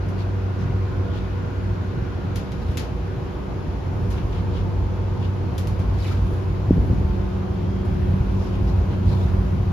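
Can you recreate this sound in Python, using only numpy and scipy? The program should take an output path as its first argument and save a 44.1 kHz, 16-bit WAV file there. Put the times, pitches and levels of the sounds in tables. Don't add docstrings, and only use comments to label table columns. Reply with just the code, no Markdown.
import sys
import numpy as np
from scipy import signal
from scipy.fft import rfft, irfft, next_fast_len
from scipy.io import wavfile
from scipy.ndimage import uniform_filter1d, minimum_filter1d, map_coordinates

SR = 44100
rng = np.random.default_rng(int(sys.argv[2]) if len(sys.argv) > 2 else 0)


def waveform_to_disk(signal):
    frames = np.transpose(np.atleast_2d(signal))
    scaled = np.clip(frames, -1, 1) * 32767
    samples = np.round(scaled).astype(np.int16)
    wavfile.write(sys.argv[1], SR, samples)


N = 428652

DRONE_HZ, SUPPLY_HZ = 95.65, 120
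TURN_START_S, TURN_LENGTH_S = 6.44, 0.94
EAR_SPLIT = np.array([[.5], [-.5]])

# frequency in Hz, left-right correlation.
EAR_COHERENCE = [(45, .99), (90, .97), (140, .86), (290, .6), (630, .35), (1300, -.05), (2500, .25),
                 (4500, .1), (6500, 0), (8300, -.6), (10500, .4), (14000, 0)]
# frequency in Hz, left minus right in dB.
EAR_BALANCE_DB = [(60, -1), (200, -0.5), (400, 1), (700, 2), (1270, -1), (2330, 2), (4300, 7), (8000, -0.5),
                  (14000, 0)]
# frequency in Hz, T60 in seconds.
CABIN_T60_S = [(200, .35), (3000, 0.38), (8000, 0.24), (15000, 0.18)]
# frequency in Hz, relative density in dB.
AIR_SPECTRUM_DB = [(500, -20), (1500, -2.5), (2000, -2.3), (2550, .5), (3500, -3.8), (5000, -8),
                   (6200, -11), (7300, -15), (8300, -30), (9500, -23), (11000, -23), (13000, -25.5),
                   (15000, -32)]
# frequency in Hz, relative density in dB.
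FIZZ_SPECTRUM_DB = [(5000, -14), (7200, -8), (8300, -30), (9600, 0), (12000, -1), (15000, -8)]
# time in seconds, level in dB.
DRONE_SWELL_DB = [(0, -25.5), (.9, -25), (1.7, -28.5), (2.5, -37.5), (3.5, -35), (4.3, -26), (6, -25),
                  (7.4, -29.5), (8.4, -29.5), (9.3, -23), (9.7, -25)]
# multiple of DRONE_HZ, level in dB.
DRONE_HARMONICS = [(3, -51), (4, -45.5), (10, -56), (11, -59), (13, -60.5)]
# multiple of SUPPLY_HZ, level in dB.
SUPPLY_HARMONICS = [(5, -57), (6, -62), (24, -76), (28, -72), (40, -79)]
# left in dB, right in dB, left lead in radians.
DRONE_2_EARS = [(-42, -37.5, -1.6), (-34, -29.8, -.1)]
# left in dB, right in dB, left lead in radians.
SUPPLY_3_EARS = [(-48, -40, 1.3), (-34.5, -48, 1.4)]
# left in dB, right in dB, left lead in radians.
SUPPLY_4_EARS = [(-47, -47.2, -.25), (-58, -50, -1.5)]
# frequency in Hz, level in dB.
STEADY_WHINES = [(533, -58), (1469, -66), (3052, -72), (7284, -86)]
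# time in seconds, frequency in Hz, level in dB.
MOTOR_TRACK = [(3.2, 886, -72), (3.6, 887, -55), (4.1, 888, -51.5), (5.3, 888.5, -52), (6.6, 886.5, -54),
               (7.25, 885.5, -48), (7.55, 885.5, -59), (8.6, 885, -57.5), (9.1, 884, -72)]
# frequency in Hz, relative density in dB.
RUMBLE_SPECTRUM_DB = [(15, -62), (26, -22), (36, -15.5), (45, -4.5), (56, 3), (70, -5), (88, 0.5),
                      (115, -11), (200, -26.5), (500, -93)]
# frequency in Hz, relative density in dB.
BOOM_SPECTRUM_DB = [(50, -15.5), (90, -1.5), (120, 2.5), (180, 0), (210, -7), (260, -7.5), (400, -23),
                    (700, -24), (2000, -79.5)]
# frequency in Hz, relative density in dB.
ROAR_SPECTRUM_DB = [(90, -38.5), (220, 2), (330, 5), (450, 1.5), (620, -2.5), (800, -3), (1050, -4),
                    (1280, -8.5), (1560, -11), (1750, -15), (2600, -22.5), (6000, -80)]
# frequency in Hz, relative density in dB.
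WALL_SPECTRUM_DB = [(900, -15.5), (1300, -6.5), (1430, 2), (1580, -6.5), (1750, -11), (2500, -16.5),
                    (5000, -30.5), (8000, -54)]
# start in seconds, length in seconds, extra shaking in dB.
ROUGH_STRETCHES = [(.61, 0.073, 2), (2.546, 0.22, 2.5), (3.91, 0.43, 5.5), (5.477, 0.47, 5), (6.19, .12, 4),
                   (6.635, 0.36, 7), (7.85, 0.46, 6.5), (8.55, 0.28, 6), (9.032, 0.4, 7)]
# start in seconds, strength in dB, treble lift in dB,
# left minus right below the treble in dB, attack in seconds.
FIXTURE_CLICKS = [(.085, -18, 0.5, 6, .002), (0.188, -11.5, -21, 5, .003), (2.357, -3.5, -1, 6, 0.0012),
                  (2.517, -10.5, -8, 7, .001), (2.7716, 1, -2.5, 7, 0.00033), (2.779, -5, -5, 2.5, 0.0011),
                  (2.793, -8.5, -4, 4, .001), (4.102, -6, -1, 5, .008), (5.58, -5.3, 2.5, 4, .0005),
                  (5.671, -9, 0.5, 5, .0005), (5.7895, -11.5, -4, 6, 0.0053), (7.85, -22.5, 3, 2, .002)]
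# frequency in Hz, relative level in dB, T60 in seconds.
FIXTURE_MODES = [(1335, -12, .09), (1943, -13, .09), (3160, -6, .1), (3472, 0, .04), (3989, -8, .08),
                 (4813, -9, .04)]
# frequency in Hz, gain in dB.
CLICK_EQ_DB = [(400, -21), (1300, 0), (2200, 2), (3300, 0), (5000, 0.5), (7200, -3), (8300, -16),
               (9500, -4.5), (12000, -5), (15000, -12)]
# peak time in seconds, level in dB, half length in seconds,
# band centre in Hz, treble lift in dB.
RUSTLE_EVENTS = [(0.207, -49, 0.037, 4600, -8), (0.62, -51.5, 0.032, 6000, -8),
                 (1.17, -48.5, 0.051, 3350, -10), (2.625, -51.5, 0.017, 4500, -4),
                 (2.714, -52.5, 0.045, 3600, 3), (4.189, -47.5, .036, 2700, -13),
                 (4.365, -47.5, .055, 3140, -10), (4.566, -46.5, 0.05, 3080, -13),
                 (5.249, -46, 0.038, 2980, -15.5), (6.041, -47.5, 0.081, 4500, 3),
                 (6.085, -46, 0.099, 2250, -2), (6.13, -48, .06, 1460, -4), (6.318, -58, 0.1, 10700, 4),
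                 (8.447, -51.5, 0.07, 5460, -1), (8.549, -48.5, .025, 2900, -10),
                 (8.693, -48.5, 0.025, 5250, -7.5), (8.93, -50, .03, 3000, -9),
                 (9.114, -47, 0.052, 4200, -2), (9.22, -50.5, .09, 3800, -1)]
# frequency in Hz, relative density in dB.
RUSTLE_SPECTRUM_DB = [(600, -25), (1300, 3), (2200, 1.5), (3500, 0), (5200, -3), (7300, -8), (8300, -18),
                      (9500, -10.5), (12000, -11.5), (15000, -19)]
# peak time in seconds, level in dB, half length in seconds, pitch in Hz.
SCRAPE_SQUEAKS = [(6.02, -51, .014, 4650), (6.028, -46.5, .008, 3920), (6.052, -47, .012, 2880),
                  (6.064, -49, .014, 2200), (6.076, -48, .014, 3660), (6.117, -37.5, .005, 1340)]
# frequency in Hz, relative density in dB.
SHUDDER_SPECTRUM_DB = [(40, -21), (80, 2), (170, 1.5), (280, -4), (380, -10.5), (600, -35), (1000, -71.5)]
# frequency in Hz, level before filtering in dB, rise in seconds.
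PANEL_MODES = [(80, -22, 0.0088), (182.3, -18.5, 0.016), (500, -4, 0.00095)]
# start in seconds, strength in dB, thud pitch in Hz.
BODY_BLOWS = [(6.682, -11.5, 80), (6.7076, 2, 235), (6.768, -11, 151), (6.779, -21, 402), (6.784, -9, 65),
              (6.8, -14.5, 60), (6.9, -19, 278), (6.907, -15, 85), (6.93, -11, 170), (7.012, -19, 280),
              (7.045, -10, 75), (7.195, -16, 80), (8.086, -11, 120), (8.139, -11, 130), (8.203, -8, 74),
              (9.25, -9, 89)]


def amp(db):
    return 10 ** (np.asarray(db) / 20)


def unit(x):
    return x / np.sqrt(np.mean(x ** 2) + 1e-20)


def along(points, hz):
    knots_hz, values = np.transpose(points)
    return np.interp(np.log(hz + 1), np.log(knots_hz + 1), values)


def treble(hz):
    return along([(4000, 0), (12000, 1.0)], hz)


def wobble(rate_hz):
    grid = np.arange(0, N + 128, 128)
    knots = rng.standard_normal(int(N * rate_hz / SR) + 4)
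    return np.interp(np.arange(N), grid, map_coordinates(knots, [grid * rate_hz / SR], mode="nearest"))


def filtered(x, response):
    n = x.shape[-1]
    padded = next_fast_len(n + 8192)
    return irfft(rfft(x, padded) * response(np.fft.rfftfreq(padded, 1 / SR)), padded)[..., :n]


def add(track, start_s, sound):
    part = track[:, round(start_s * SR):][:, :sound.shape[-1]]
    part += sound[..., :part.shape[-1]]


def cabin_noise(spectrum_db, patchy_db):
    def mid_side_gain(hz):
        angle = np.arccos(np.clip(along(EAR_COHERENCE, hz), -1, 1)) / 2
        return amp(along(spectrum_db, hz)) * np.array([np.cos(angle), np.sin(angle)])

    bins = signal.stft(rng.standard_normal((2, N)), nperseg=512)[2]
    patches = uniform_filter1d(rng.standard_normal(bins.shape[1:]), size=6, axis=0)
    patches = uniform_filter1d(patches, size=16, axis=1)
    pair = signal.istft(bins * amp(patchy_db * unit(patches)), nperseg=512)[1][:, :N]
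    mid, side = filtered(pair, mid_side_gain)
    ears = np.array([mid + side, mid - side])
    return unit(filtered(ears, lambda hz: amp(EAR_SPLIT * along(EAR_BALANCE_DB, hz))))


def cabin_tail():
    hz, t, bins = signal.stft(rng.standard_normal((2, SR // 2)), SR, nperseg=256)
    decay = amp(-60 * t / along(CABIN_T60_S, hz)[:, None])
    tail = signal.istft(bins * decay, SR, nperseg=256)[1]
    return tail / np.linalg.norm(tail[0])


def tone(hz, drift, waver_db):
    phase = 2 * np.pi * hz * np.cumsum(1 + drift) / SR
    spread_rad = np.sqrt(np.clip(1 - along(EAR_COHERENCE, hz), 0, 1))
    ears = np.array([np.sin(phase + spread_rad * wobble(1.315)) for ear in range(2)])
    return unit(ears * amp(waver_db * wobble(5)))


def standing_wave(hz, drift, ears, waver_db, flutter_db):
    door, front = [amp([[left], [right]]) * np.exp(1j * lead * EAR_SPLIT) for left, right, lead in ears]
    turn = np.clip((np.arange(N) / SR - TURN_START_S) / TURN_LENGTH_S, 0, 1)
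    gain = door + (front - door) * np.sin(np.pi / 2 * turn) ** 2
    phase = 2 * np.pi * hz * np.cumsum(1 + drift) / SR
    flutter = amp(waver_db * wobble(5) + flutter_db * wobble(30))
    return np.sqrt(2) * np.imag(gain * np.exp(1j * phase)) * flutter


def shaking(attack_s=0.065, release_s=0.2, rise_db_per_s=0.5):
    t = np.arange(N) / SR
    shake_db = rise_db_per_s * t
    for start_s, length_s, db in ROUGH_STRETCHES:
        attack = np.clip((t - start_s) / attack_s, 0, 1)
        release = np.exp(-np.maximum(t - start_s - length_s, 0) / release_s)
        shake_db += db * attack * release
    return shake_db


def hiss(shake_db, air_db=-51.5, fizz_db=-72.5):
    air = amp(air_db + 0.1 * shake_db) * cabin_noise(AIR_SPECTRUM_DB, patchy_db=.8)
    fizz = amp(fizz_db + 0.61 * shake_db) * cabin_noise(FIZZ_SPECTRUM_DB, patchy_db=1)
    return air + fizz


def motor_whine():
    t = np.arange(N) / SR
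    times_s, hz, db = np.transpose(MOTOR_TRACK)
    drift = np.interp(t, times_s, hz) / hz[0] - 1
    return amp(np.interp(t, times_s, db)) * tone(hz[0], drift, waver_db=1.5)


def supply_whistle(peak_s=7.78, half_s=.32, level_db=-61.5, pan_db=6):
    swell = np.exp(-((np.arange(N) / SR - peak_s) / half_s) ** 2)
    whistle = tone(27 * SUPPLY_HZ, .0002 * wobble(2), waver_db=1)
    return amp(level_db + EAR_SPLIT * pan_db) * swell * whistle


def machines():
    gear_drift, supply_drift = 0.0012 * wobble(2.5), 0.000293 * wobble(1.532)
    swell_db = np.interp(np.arange(N) / SR, *np.transpose(DRONE_SWELL_DB))
    out = amp(swell_db) * tone(DRONE_HZ, gear_drift, waver_db=0.7)
    out += standing_wave(2 * DRONE_HZ, gear_drift, DRONE_2_EARS, waver_db=1, flutter_db=2)
    out += standing_wave(3 * SUPPLY_HZ, supply_drift, SUPPLY_3_EARS, waver_db=.7, flutter_db=1)
    out += standing_wave(4 * SUPPLY_HZ, supply_drift, SUPPLY_4_EARS, waver_db=1.2, flutter_db=1.5)
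    for order, db in DRONE_HARMONICS:
        out += amp(db) * tone(order * DRONE_HZ, gear_drift, waver_db=2.5)
    for order, db in SUPPLY_HARMONICS:
        out += amp(db) * tone(order * SUPPLY_HZ, supply_drift, waver_db=2.2)
    for hz, db in STEADY_WHINES:
        out += amp(db) * tone(hz, .0008 * wobble(3), waver_db=3)
    return out


def rustles(band_db=1.5, grain_db=1.8):
    out, t = np.zeros((2, N)), np.arange(SR) / SR
    for peak_s, db, half_s, centre_hz, lift_db in RUSTLE_EVENTS:
        def colour(hz):
            band = 1 + amp(band_db) / (1 + (np.log((hz + 1) / centre_hz) / .12) ** 2)
            shape_db = along(RUSTLE_SPECTRUM_DB, hz) + lift_db * treble(hz)
            return amp(shape_db + EAR_SPLIT * along(EAR_BALANCE_DB, hz)) * band

        start_s = max(peak_s - .5, 0)
        swish = unit(filtered(rng.standard_normal((2, SR)), colour))
        grain = amp(grain_db * wobble(140)[:SR])
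        swell = np.exp(-((start_s + t - peak_s) / half_s) ** 2)
        add(out, start_s, amp(db) * swell * grain * swish)
    return out


def scrape(droop_per_s=1.2, jitter=.07, room_db=-4):
    out, t = np.zeros((2, N)), np.arange(SR // 5) / SR - .1
    for peak_s, db, half_s, hz in SCRAPE_SQUEAKS:
        pitch_hz = hz * (1 - droop_per_s * t + jitter * wobble(500)[:len(t)])
        swell = amp(db) * np.exp(-(t / half_s) ** 2)
        squeak = swell * np.sqrt(2) * np.sin(2 * np.pi * np.cumsum(pitch_hz) / SR)
        add(out, peak_s + t[0], squeak)
        add(out, peak_s + t[0], amp(room_db) * signal.fftconvolve(squeak[None], cabin_tail(), axes=1))
    return out


def clicks(crack_db=-5, crack_t60_s=.035, ring_db=-13, tail_db=-2.3):
    out = np.zeros((2, N))
    for start_s, db, lift_db, pan_db, attack_s in FIXTURE_CLICKS:
        def colour(hz):
            balance_db = EAR_SPLIT * pan_db * (1 - treble(hz))
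            return amp(along(CLICK_EQ_DB, hz) + lift_db * treble(hz) + balance_db)

        tail = cabin_tail()
        t = np.arange(tail.shape[1]) / SR
        crack = rng.standard_normal(len(t)) * amp(-60 * t / crack_t60_s)
        ring = np.zeros_like(tail)
        for hz, mode_db, t60_s in FIXTURE_MODES:
            phase = 2 * np.pi * hz * t + rng.standard_normal((2, 1))
            ring += amp(mode_db - 60 * t / t60_s) * np.sin(phase)
        hit = amp(tail_db) * tail + amp(crack_db) * crack / np.linalg.norm(crack)
        hit += amp(ring_db) * ring / np.linalg.norm(ring)
        attack = 1 - np.exp(-t / attack_s)
        add(out, start_s, amp(db) * filtered(hit * attack, colour))
    return out


def tyres(shake_db, rumble_db=-30.5, boom_db=-32.5, roar_db=-36.5, wall_db=-47):
    walls_end_s, fade_db_per_s = 2.07, 12
    fade_db = fade_db_per_s * np.maximum(np.arange(N) / SR - walls_end_s, 0)
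    rumble = amp(rumble_db + 0.9 * shake_db) * cabin_noise(RUMBLE_SPECTRUM_DB, patchy_db=1.0)
    boom = amp(boom_db + 0.44 * shake_db) * cabin_noise(BOOM_SPECTRUM_DB, patchy_db=1.37)
    roar = amp(roar_db + 0.12 * shake_db) * cabin_noise(ROAR_SPECTRUM_DB, patchy_db=1.0)
    echo = amp(wall_db - fade_db) * cabin_noise(WALL_SPECTRUM_DB, patchy_db=1.5)
    return rumble + boom + roar + echo


def shudder(start_s=6.715, attack_s=.01, hold_s=0.31, release_s=0.044, level_db=-27.5):
    t = np.arange(N) / SR - start_s
    attack = np.clip(t / attack_s, 0, 1)
    release = np.exp(-np.maximum(t - hold_s, 0) / release_s)
    lumps_db = 1.5 * wobble(30)
    return amp(level_db + lumps_db) * attack * release * cabin_noise(SHUDDER_SPECTRUM_DB, patchy_db=3.0)


def beam_knocks(rise_cycles=0.51, cutoff_hz=740):
    out, t = np.zeros((2, N)), np.arange(SR // 2) / SR

    def pulse(hz, rise_s):
        return (t / rise_s * np.exp(1 - t / rise_s)) ** 2 * np.sin(2 * np.pi * hz * t)

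    ring = sum(amp(db) * pulse(hz, rise_s) for hz, db, rise_s in PANEL_MODES)
    for start_s, db, hz in BODY_BLOWS:
        thud = pulse(hz, rise_cycles / hz)
        excited_band = signal.butter(2, [hz / 2, hz * 1.5], "bandpass", fs=SR)
        add(out, start_s, -amp(db) * (thud + signal.lfilter(*excited_band, ring)))
    return filtered(out, lambda hz: 1 / (1 + (hz / cutoff_hz) ** 6))


def scene():
    shake_db = shaking()
    ride = tyres(shake_db) + machines() + motor_whine() + supply_whistle() + hiss(shake_db)
    return ride + clicks() + rustles() + scrape() + beam_knocks() + shudder()


def record(dry):
    ceiling, window_samples, top_hz = .92, 441, 14600
    needed = np.minimum(1, ceiling / (np.abs(dry).max(axis=0) + 1e-9))
    gain = uniform_filter1d(minimum_filter1d(needed, size=window_samples), size=window_samples)
    return filtered(dry * gain, lambda hz: hz < top_hz)


dry = scene()
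out = record(dry)
waveform_to_disk(out)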